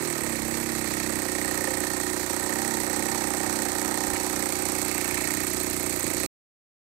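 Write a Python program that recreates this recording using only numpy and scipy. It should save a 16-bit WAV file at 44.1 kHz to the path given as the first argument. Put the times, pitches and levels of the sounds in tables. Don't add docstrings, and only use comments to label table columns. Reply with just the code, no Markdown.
import sys
import numpy as np
from scipy import signal
from scipy.fft import rfft, irfft, next_fast_len
from scipy.io import wavfile
from scipy.ndimage import uniform_filter1d

SR = 44100
rng = np.random.default_rng(int(sys.argv[2]) if len(sys.argv) > 2 else 0)


def bounce(signal):
    frames = np.transpose(np.atleast_2d(signal))
    limited = np.clip(frames, -1, 1)
    pcm = np.round(limited * 32767).astype(np.int16)
    wavfile.write(sys.argv[1], SR, pcm)


N = 300923

# time in seconds, speed in turns per second.
CRANK = [(0.0, 40.33), (0.2, 36.53), (0.28, 33.3), (0.36, 31.44), (0.56, 33.94), (0.76, 32.76),
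         (0.84, 31.85), (1.12, 32.13), (1.28, 30.28), (1.4, 31.41), (1.52, 30.78), (2.25, 30.37),
         (2.3, 29.04), (2.36, 30.56), (2.48, 31.09), (2.56, 32.29), (2.64, 33.36), (2.76, 32.21),
         (2.88, 30.79), (3.04, 32.23), (3.12, 33.3), (3.32, 30.44), (3.44, 32.0), (3.6, 31.91),
         (3.68, 30.18), (3.88, 31.88), (4.08, 31.08), (4.16, 30.32), (4.36, 31.45), (4.44, 30.93),
         (4.52, 30.38), (4.84, 30.94), (5.08, 30.3), (5.24, 30.65), (5.32, 31.42), (5.48, 30.14),
         (5.56, 30.44), (5.88, 30.53), (5.99, 29.82), (6.04, 27.32), (6.16, 30.49), (6.27, 31.31)]
# time in seconds, loss in dB (negative is a gain).
MISFIRES = [(2.268, 6), (2.302, -1), (2.4, 2), (6.003, 8), (6.038, -2), (6.075, -1)]
# time in seconds, closeness to the casing 0-1, swing over the engine 0-1,
# then cylinder, head and silencer levels in dB above the exhaust.
CAMERA = [(0, 0.07, 0, -10.5, -8.5, -8), (.5, 0.03, 0.05, -8, -8, -7), (.9, 0.12, 0.1, -10, -8, -9),
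          (1.3, 0.27, 0.01, -6.5, -8.5, -9), (1.65, 0.36, 0.17, -3.5, -9.5, -4),
          (2.0, 0.38, 0.02, -7, -10.5, -11), (2.4, 0.49, 0.03, -6.5, -11.5, -7), (3.2, 0.58, 0, -7, -9, -7),
          (3.95, 0.64, 0, -7, -11, -7.5), (4.7, 0.4, 0.3, -16, -7, -9), (5.1, 0.28, 0.41, -6.5, -4, -11),
          (5.35, 0.2, 0.56, -6.5, -6, -15), (5.6, 0, 0.5, -14, -9, -12), (6.3, 0, 0.55, -9.5, -7.5, -9)]

# pitch in Hz, width in Hz, relative level in dB.
EXHAUST = [(192, 33.6, -6), (233.8, 37.6, -0.5), (286.3, 26, -2.5), (317.2, 48, 0.5), (364.6, 40.7, 1),
           (372, 27, -14.5)]
AFAR = [(177, 24, -11), (228, 38, 0), (287, 40, -4), (335, 40, 0.5), (352, 40, -8)]
REVVING = [(348, 49, 0.5), (405, 15, -1), (275, 130, -6.5), (148, 25, -1.5)]
ABOVE = [(243, 20, 0), (372, 45, 1)]
THROB = [(66, 19, 3.5), (87.4, 24, 3.5), (136.6, 13, 3), (159.4, 76, -3.5)]
BRACKET = [(640.4, 15, 0)]
SILENCER = [(440, 100, -10), (526, 87, 8.5)]
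CASING = [(745, 50, -4), (800, 55, 3), (910, 60, 2.5), (975, 70, -6)]
FRAME = [(654, 110, -3), (947, 390, -5), (1260, 200, -4.5), (1650, 990, -7)]
CYLINDER = [(1847, 140, -5), (1940, 130, -11)]
HEAD = [(2200, 560, -3.5), (2620, 140, -7.5)]
COVER = [(3300, 810, -12.5), (4316, 1280, -2.5), (5250, 900, -9), (5880, 600, -3.5), (6850, 1400, -1.5)]
FINS = [(7560, 230, -4.5), (8213, 680, 1), (9450, 1200, -10)]
SHROUD = [(11120, 1600, -2), (12130, 820, -0.5), (14760, 2100, -9.5)]
TAPPET = [(5890, 280, 0)]
LOOSE_CLIP = [(7040, 1400, 0), (7600, 600, 0.0053)]

# share of the turn, relative level in dB, scatter in dB, decay in ms.
PUFFS = [(0.0977, 6, 0.5, 0.61), (.79, -10, 2, 1), (0.523, -7, 4, 0.94)]
THROBS = [(.53, 0, 1.2, .8)]
PORTS = [(.93, 0, 1.2, .5), (.15, 0, 1.2, .5), (.45, -9, 2, .5)]
KNOCKS = [(.05, 0, .8, .4), (.30, -8, 1.5, .4), (.515, -4, 1, .4), (.93, -9, 1, .4)]
SLAPS = [(.965, 0, 1, .8), (.05, -14, 2, .8), (.83, -10, 3, .8)]
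HEAD_SLAPS = [(.96, 0, 1.2, 1.8), (.83, -5, 2, 1.2), (.40, -9, 2, 1.2), (.63, -10, 2, 1.2)]
TICKS = [(.93, -9, 1.5, 1.5), (.96, 0, 1.2, 2.2), (.32, -2.5, 1.5, 2.), (.86, -11, 2, 1.5)]
SHROUD_TICKS = [(.85, -7, 2, 1.8), (.91, -3, 1.5, 1.8), (.96, -1, 1.2, 1.8), (.995, -2, 1.2, 1.8),
                (.33, -10, 3, 1.2)]
TAPS = [(.945, 0, 1.2, .5), (.315, -6, 2, .5)]
SNAPS = [(.335, 0, 2.5, 1.)]

# level from afar in dB, gain when close in dB, gain when swung over in dB.
EXHAUST_DB = (-30, 0.38, 1.2)
ABOVE_DB = (-28.5, -17.5, 25)
THROB_DB = (-8, -4, 0.5)
BRACKET_DB = (-26, 0, 19)
CASING_DB = (-15.5, 17.5, 1)
FRAME_DB = (-6, 3.5, -1.5)
COVER_DB = (-5.5, 2.5, 2)
FINS_DB = (-2.46, 3.2, 3)
SHROUD_DB = (-8, 2.5, 7)
TAPPET_DB = (-22, 17.5, 0.5)
LOOSE_CLIP_DB = (-17, 2, 13)
# the same three, in dB.
SLAPS_DB = (-7, 8, 3)
COVER_TICKS_DB = (-12, 4, 2)
TICKS_DB = (-5.5, 7, 3)
SHROUD_TICKS_DB = (-5, 2, 10)

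# start in seconds, level in dB before the decay.
BUMPS = [(3.468, -35), (4.08, -28), (4.13, -28), (5.17, -47.5), (5.43, -41.5), (5.70, -36), (6.166, -33)]
# middle in seconds, level in dB, pitch in Hz, width in Hz,
# time to swell and to fade in ms.
SCRAPES = [(4.162, -27, 2100, 1600, 7)]
# pitch in Hz, level against the right in dB, share of shared sound 0-1.
MUFFLE = [(60, -15.5, 0.76), (110, -26.5, 0.33), (249, -14.5, 0.16), (600, -14, 0.49), (1346, -14, 0.81),
          (2480, -15, 0.33), (4400, -22.5, .05), (8100, -27.5, .02), (12000, -30.5, .02), (14140, -53, .02)]

MISFIRE_S = .012
IDLE_TOP_HZ, REV_HZ = 34, 38
AFAR_FADE = 3.5
LULL_DB, LULL_AT = 2.2, .68
PUFF_JITTER_MS, KNOCK_JITTER_MS, SLAP_JITTER_MS = .04, .03, .06
SPREAD_HZ, SPREAD_WIDTH_HZ = 346, 109
PIPE_STEEP = 2.2
BUMP_HZ, BUMP_DECAY_S = 90, .016
LEFT_LAG_S, FAR_LAG_S = 0.00019, 0.00044
CUT_S, CUT_FADE_S, TOP_HZ = 6.263, 0.00057, 15600


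def undb(db):
    return 10 ** (np.asarray(db) / 20)


def unit(x):
    return x / np.sqrt(np.mean(x ** 2))


def seen(db, view):
    close, over = view
    return db[0] + db[1] * close + db[2] * over


def ring(x, modes, steep, size=16384):
    f = np.arange(1, size // 2 + 2) * SR / size
    power = 0
    for hz, width, db in modes:
        detuning = (f ** 2 - hz ** 2) / (f * width)
        power = power + undb(2 * db) / (1 + detuning ** 2) ** steep
    cepstrum = irfft(np.log(power) / 2, size)
    cepstrum[1:size // 2] *= 2
    cepstrum[size // 2 + 1:] = 0
    response = irfft(np.exp(rfft(cepstrum)), size)[:size // 2]
    return unit(signal.oaconvolve(np.atleast_2d(x), response[None], axes=1)[:, :N])


def walk(rate):
    k = int(SR / rate)
    held = np.repeat(rng.standard_normal(N // k + 1), k)
    return unit(uniform_filter1d(uniform_filter1d(held, k), k)[:N])


def blows(turn, table, jitter_ms, tail_db, tail_ms):
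    t, out = np.arange(N) / SR, np.zeros(N)
    ms_after = np.arange(SR // 20) / SR * 1000
    tail = undb(tail_db) * np.exp(-ms_after / tail_ms)
    for share, db, scatter_db, ms in table:
        chance = rng.standard_normal((int(turn[-1]) + 1, 2))
        s = np.interp(np.arange(len(chance)) + share, turn, t) + jitter_ms / 1000 * chance[:, 0]
        at = np.clip(s * SR, 0, N - 1).astype(int)
        clicks = np.bincount(at, undb(db + scatter_db * chance[:, 1]), N)
        attack = 1 - np.exp(-6 * ms_after / ms)
        out += signal.oaconvolve(clicks, attack * (np.exp(-ms_after / ms) + tail))[:N]
    return out


def struck(force, modes, gritty, rattle_db, lull, steep=1.5):
    clean = (1 - gritty) * ring(np.diff(force, prepend=0), modes, steep)
    push = clean + gritty * ring(force * rng.standard_normal((2, N)), modes, steep)
    rattle = lull * undb(1.5 * walk(120)) * rng.standard_normal((2, N))
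    both = unit(push) + undb(rattle_db) * ring(rattle, modes, steep)
    return both / np.sqrt(1 + undb(2 * rattle_db))


def dispersed(x):
    a = signal.iirpeak(SPREAD_HZ, SPREAD_HZ / SPREAD_WIDTH_HZ, SR)[1]
    return signal.lfilter(a[::-1], a, x)


def exhaust(turn, fired, rev, view, lull):
    def pipe(force, modes):
        return struck(dispersed(force), modes, .02, -16, lull, PIPE_STEEP)

    puffs = fired * blows(turn, PUFFS, PUFF_JITTER_MS, -41, 5.6)
    throbs = fired * blows(turn, THROBS, PUFF_JITTER_MS, -41, 5.6)
    rev_puffs = blows(turn, PUFFS[:1], PUFF_JITTER_MS, -40.5, 5.0)
    close, over = view
    afar = np.clip(1 - AFAR_FADE * (close + over), 0, 1)
    idle = (1 - afar) * pipe(puffs, EXHAUST) + afar * pipe(puffs, AFAR)
    sound = (1 - rev) * idle + rev * pipe(rev_puffs, REVVING)
    sound += undb(seen(ABOVE_DB, view)) * pipe(puffs, ABOVE)
    sound += undb(seen(THROB_DB, view) - 5 * rev) * struck(throbs, THROB, .02, -11, 1)
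    sound += undb(seen(BRACKET_DB, view)) * struck(puffs, BRACKET, .03, -14, lull)
    return sound


def silencer(turn, fired, rev, level_db, lull):
    ports = fired * blows(turn, PORTS, KNOCK_JITTER_MS, -22.5, 8.1)
    return undb(level_db - 4 * rev) * struck(ports, SILENCER, .1, -5, lull)


def casing_and_frame(turn, fired, view, lull):
    knocks = fired * blows(turn, KNOCKS, KNOCK_JITTER_MS, -16, 8.1)
    sound = undb(seen(CASING_DB, view)) * struck(knocks, CASING, .15, -9, lull, 2.)
    return sound + undb(seen(FRAME_DB, view)) * struck(knocks, FRAME, .8, 1.5, lull, 1.8)


def piston_slap(turn, view, cylinder_db, head_db, lull):
    slaps = blows(turn, SLAPS, SLAP_JITTER_MS, -18.5, 5)
    head_slaps = blows(turn, HEAD_SLAPS, SLAP_JITTER_MS, -18, 5)
    clear_db = seen(SLAPS_DB, view)
    sound = undb(cylinder_db) * struck(slaps, CYLINDER, .08, -10 - clear_db, lull, 1.8)
    return sound + undb(head_db) * struck(head_slaps, HEAD, .45, -4 - .5 * clear_db, lull, 1.8)


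def loose_parts(turn, view, lull):
    ticks = blows(turn, TICKS, SLAP_JITTER_MS, -6, 6)
    shroud_ticks = blows(turn, SHROUD_TICKS, SLAP_JITTER_MS, -12, 5)
    taps = blows(turn, TAPS, SLAP_JITTER_MS, -25, 4)
    snaps = blows(turn, SNAPS, SLAP_JITTER_MS, -14, 4)
    cover_rattle_db = -3 - seen(COVER_TICKS_DB, view)
    fins_rattle_db = -4 - seen(TICKS_DB, view)
    shroud_rattle_db = -3 - seen(SHROUD_TICKS_DB, view)
    sound = undb(seen(COVER_DB, view)) * struck(ticks, COVER, .85, cover_rattle_db, lull ** .7, 1.8)
    sound += undb(seen(FINS_DB, view)) * struck(ticks, FINS, .65, fins_rattle_db, lull ** .5)
    sound += undb(seen(SHROUD_DB, view)) * struck(shroud_ticks, SHROUD, .7, shroud_rattle_db, lull ** .5)
    sound += undb(seen(TAPPET_DB, view)) * struck(taps, TAPPET, .15, -20, lull, 1.8)
    sound += undb(seen(LOOSE_CLIP_DB, view)) * struck(snaps, LOOSE_CLIP, .5, -20, lull, 1.8)
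    return sound


def engine(turn):
    t = np.arange(N) / SR
    fired = undb(-sum(db * np.exp(-((t - s) / MISFIRE_S) ** 2) for s, db in MISFIRES))
    s, *columns = np.transpose(CAMERA)
    close, over, cylinder_db, head_db, silencer_db = (np.interp(t, s, c) for c in columns)
    view = close, over
    lull = undb(-LULL_DB * np.cos(2 * np.pi * (turn - LULL_AT)))
    crank_hz = np.gradient(turn) * SR
    rev = np.clip((crank_hz - IDLE_TOP_HZ) / (REV_HZ - IDLE_TOP_HZ), 0, 1)
    sound = exhaust(turn, fired, rev, view, lull)
    sound += silencer(turn, fired, rev, silencer_db, lull)
    sound += casing_and_frame(turn, fired, view, lull)
    sound += piston_slap(turn, view, cylinder_db, head_db, lull)
    sound += loose_parts(turn, view, lull)
    return undb(seen(EXHAUST_DB, view)) * sound


def bumps():
    out, u = np.zeros(N), np.arange(int(.08 * SR)) / SR
    thud = np.sin(2 * np.pi * BUMP_HZ * u) * np.exp(-u / BUMP_DECAY_S)
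    for s, db in BUMPS:
        i = int(s * SR)
        out[i:i + len(u)] += undb(db) * thud
    return out


def scrape():
    out = 0
    for s, db, hz, width, ms in SCRAPES:
        stroke = np.exp(-((np.arange(N) / SR - s) * 1000 / ms) ** 2)
        out = out + undb(db) * stroke * ring(rng.standard_normal(N), [(hz, width, 0)], 2.5)
    return out


def muffled(near, far):
    size = next_fast_len(N + SR)
    f = np.arange(size // 2 + 1) * SR / size
    hz, db, same = np.transpose(MUFFLE)
    db, same = (np.interp(np.log(f + 1), np.log(hz), c) for c in (db, same))
    direct = same * np.exp(-2j * np.pi * f * LEFT_LAG_S) * rfft(near, size)
    around = np.sqrt(1 - same ** 2) * np.exp(-2j * np.pi * f * FAR_LAG_S) * rfft(far, size)
    return irfft(undb(db) * (direct + around), size)[:N]


def scene():
    s, hz = np.transpose(CRANK)
    turn = np.cumsum(np.interp(np.arange(N) / SR, s, hz)) / SR
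    near, far = engine(turn) + scrape()
    thud = bumps()
    return np.array([muffled(near, far) + undb(-19) * thud, near + thud])


def record(dry):
    lean = signal.sosfilt(signal.butter(2, 30, "high", fs=SR, output="sos"), dry)
    cut = lean * np.clip((CUT_S - np.arange(N) / SR) / CUT_FADE_S, 0, 1)
    return signal.sosfilt(signal.ellip(10, .2, 80, TOP_HZ, fs=SR, output="sos"), cut)


dry = scene()
out = record(dry)
bounce(out)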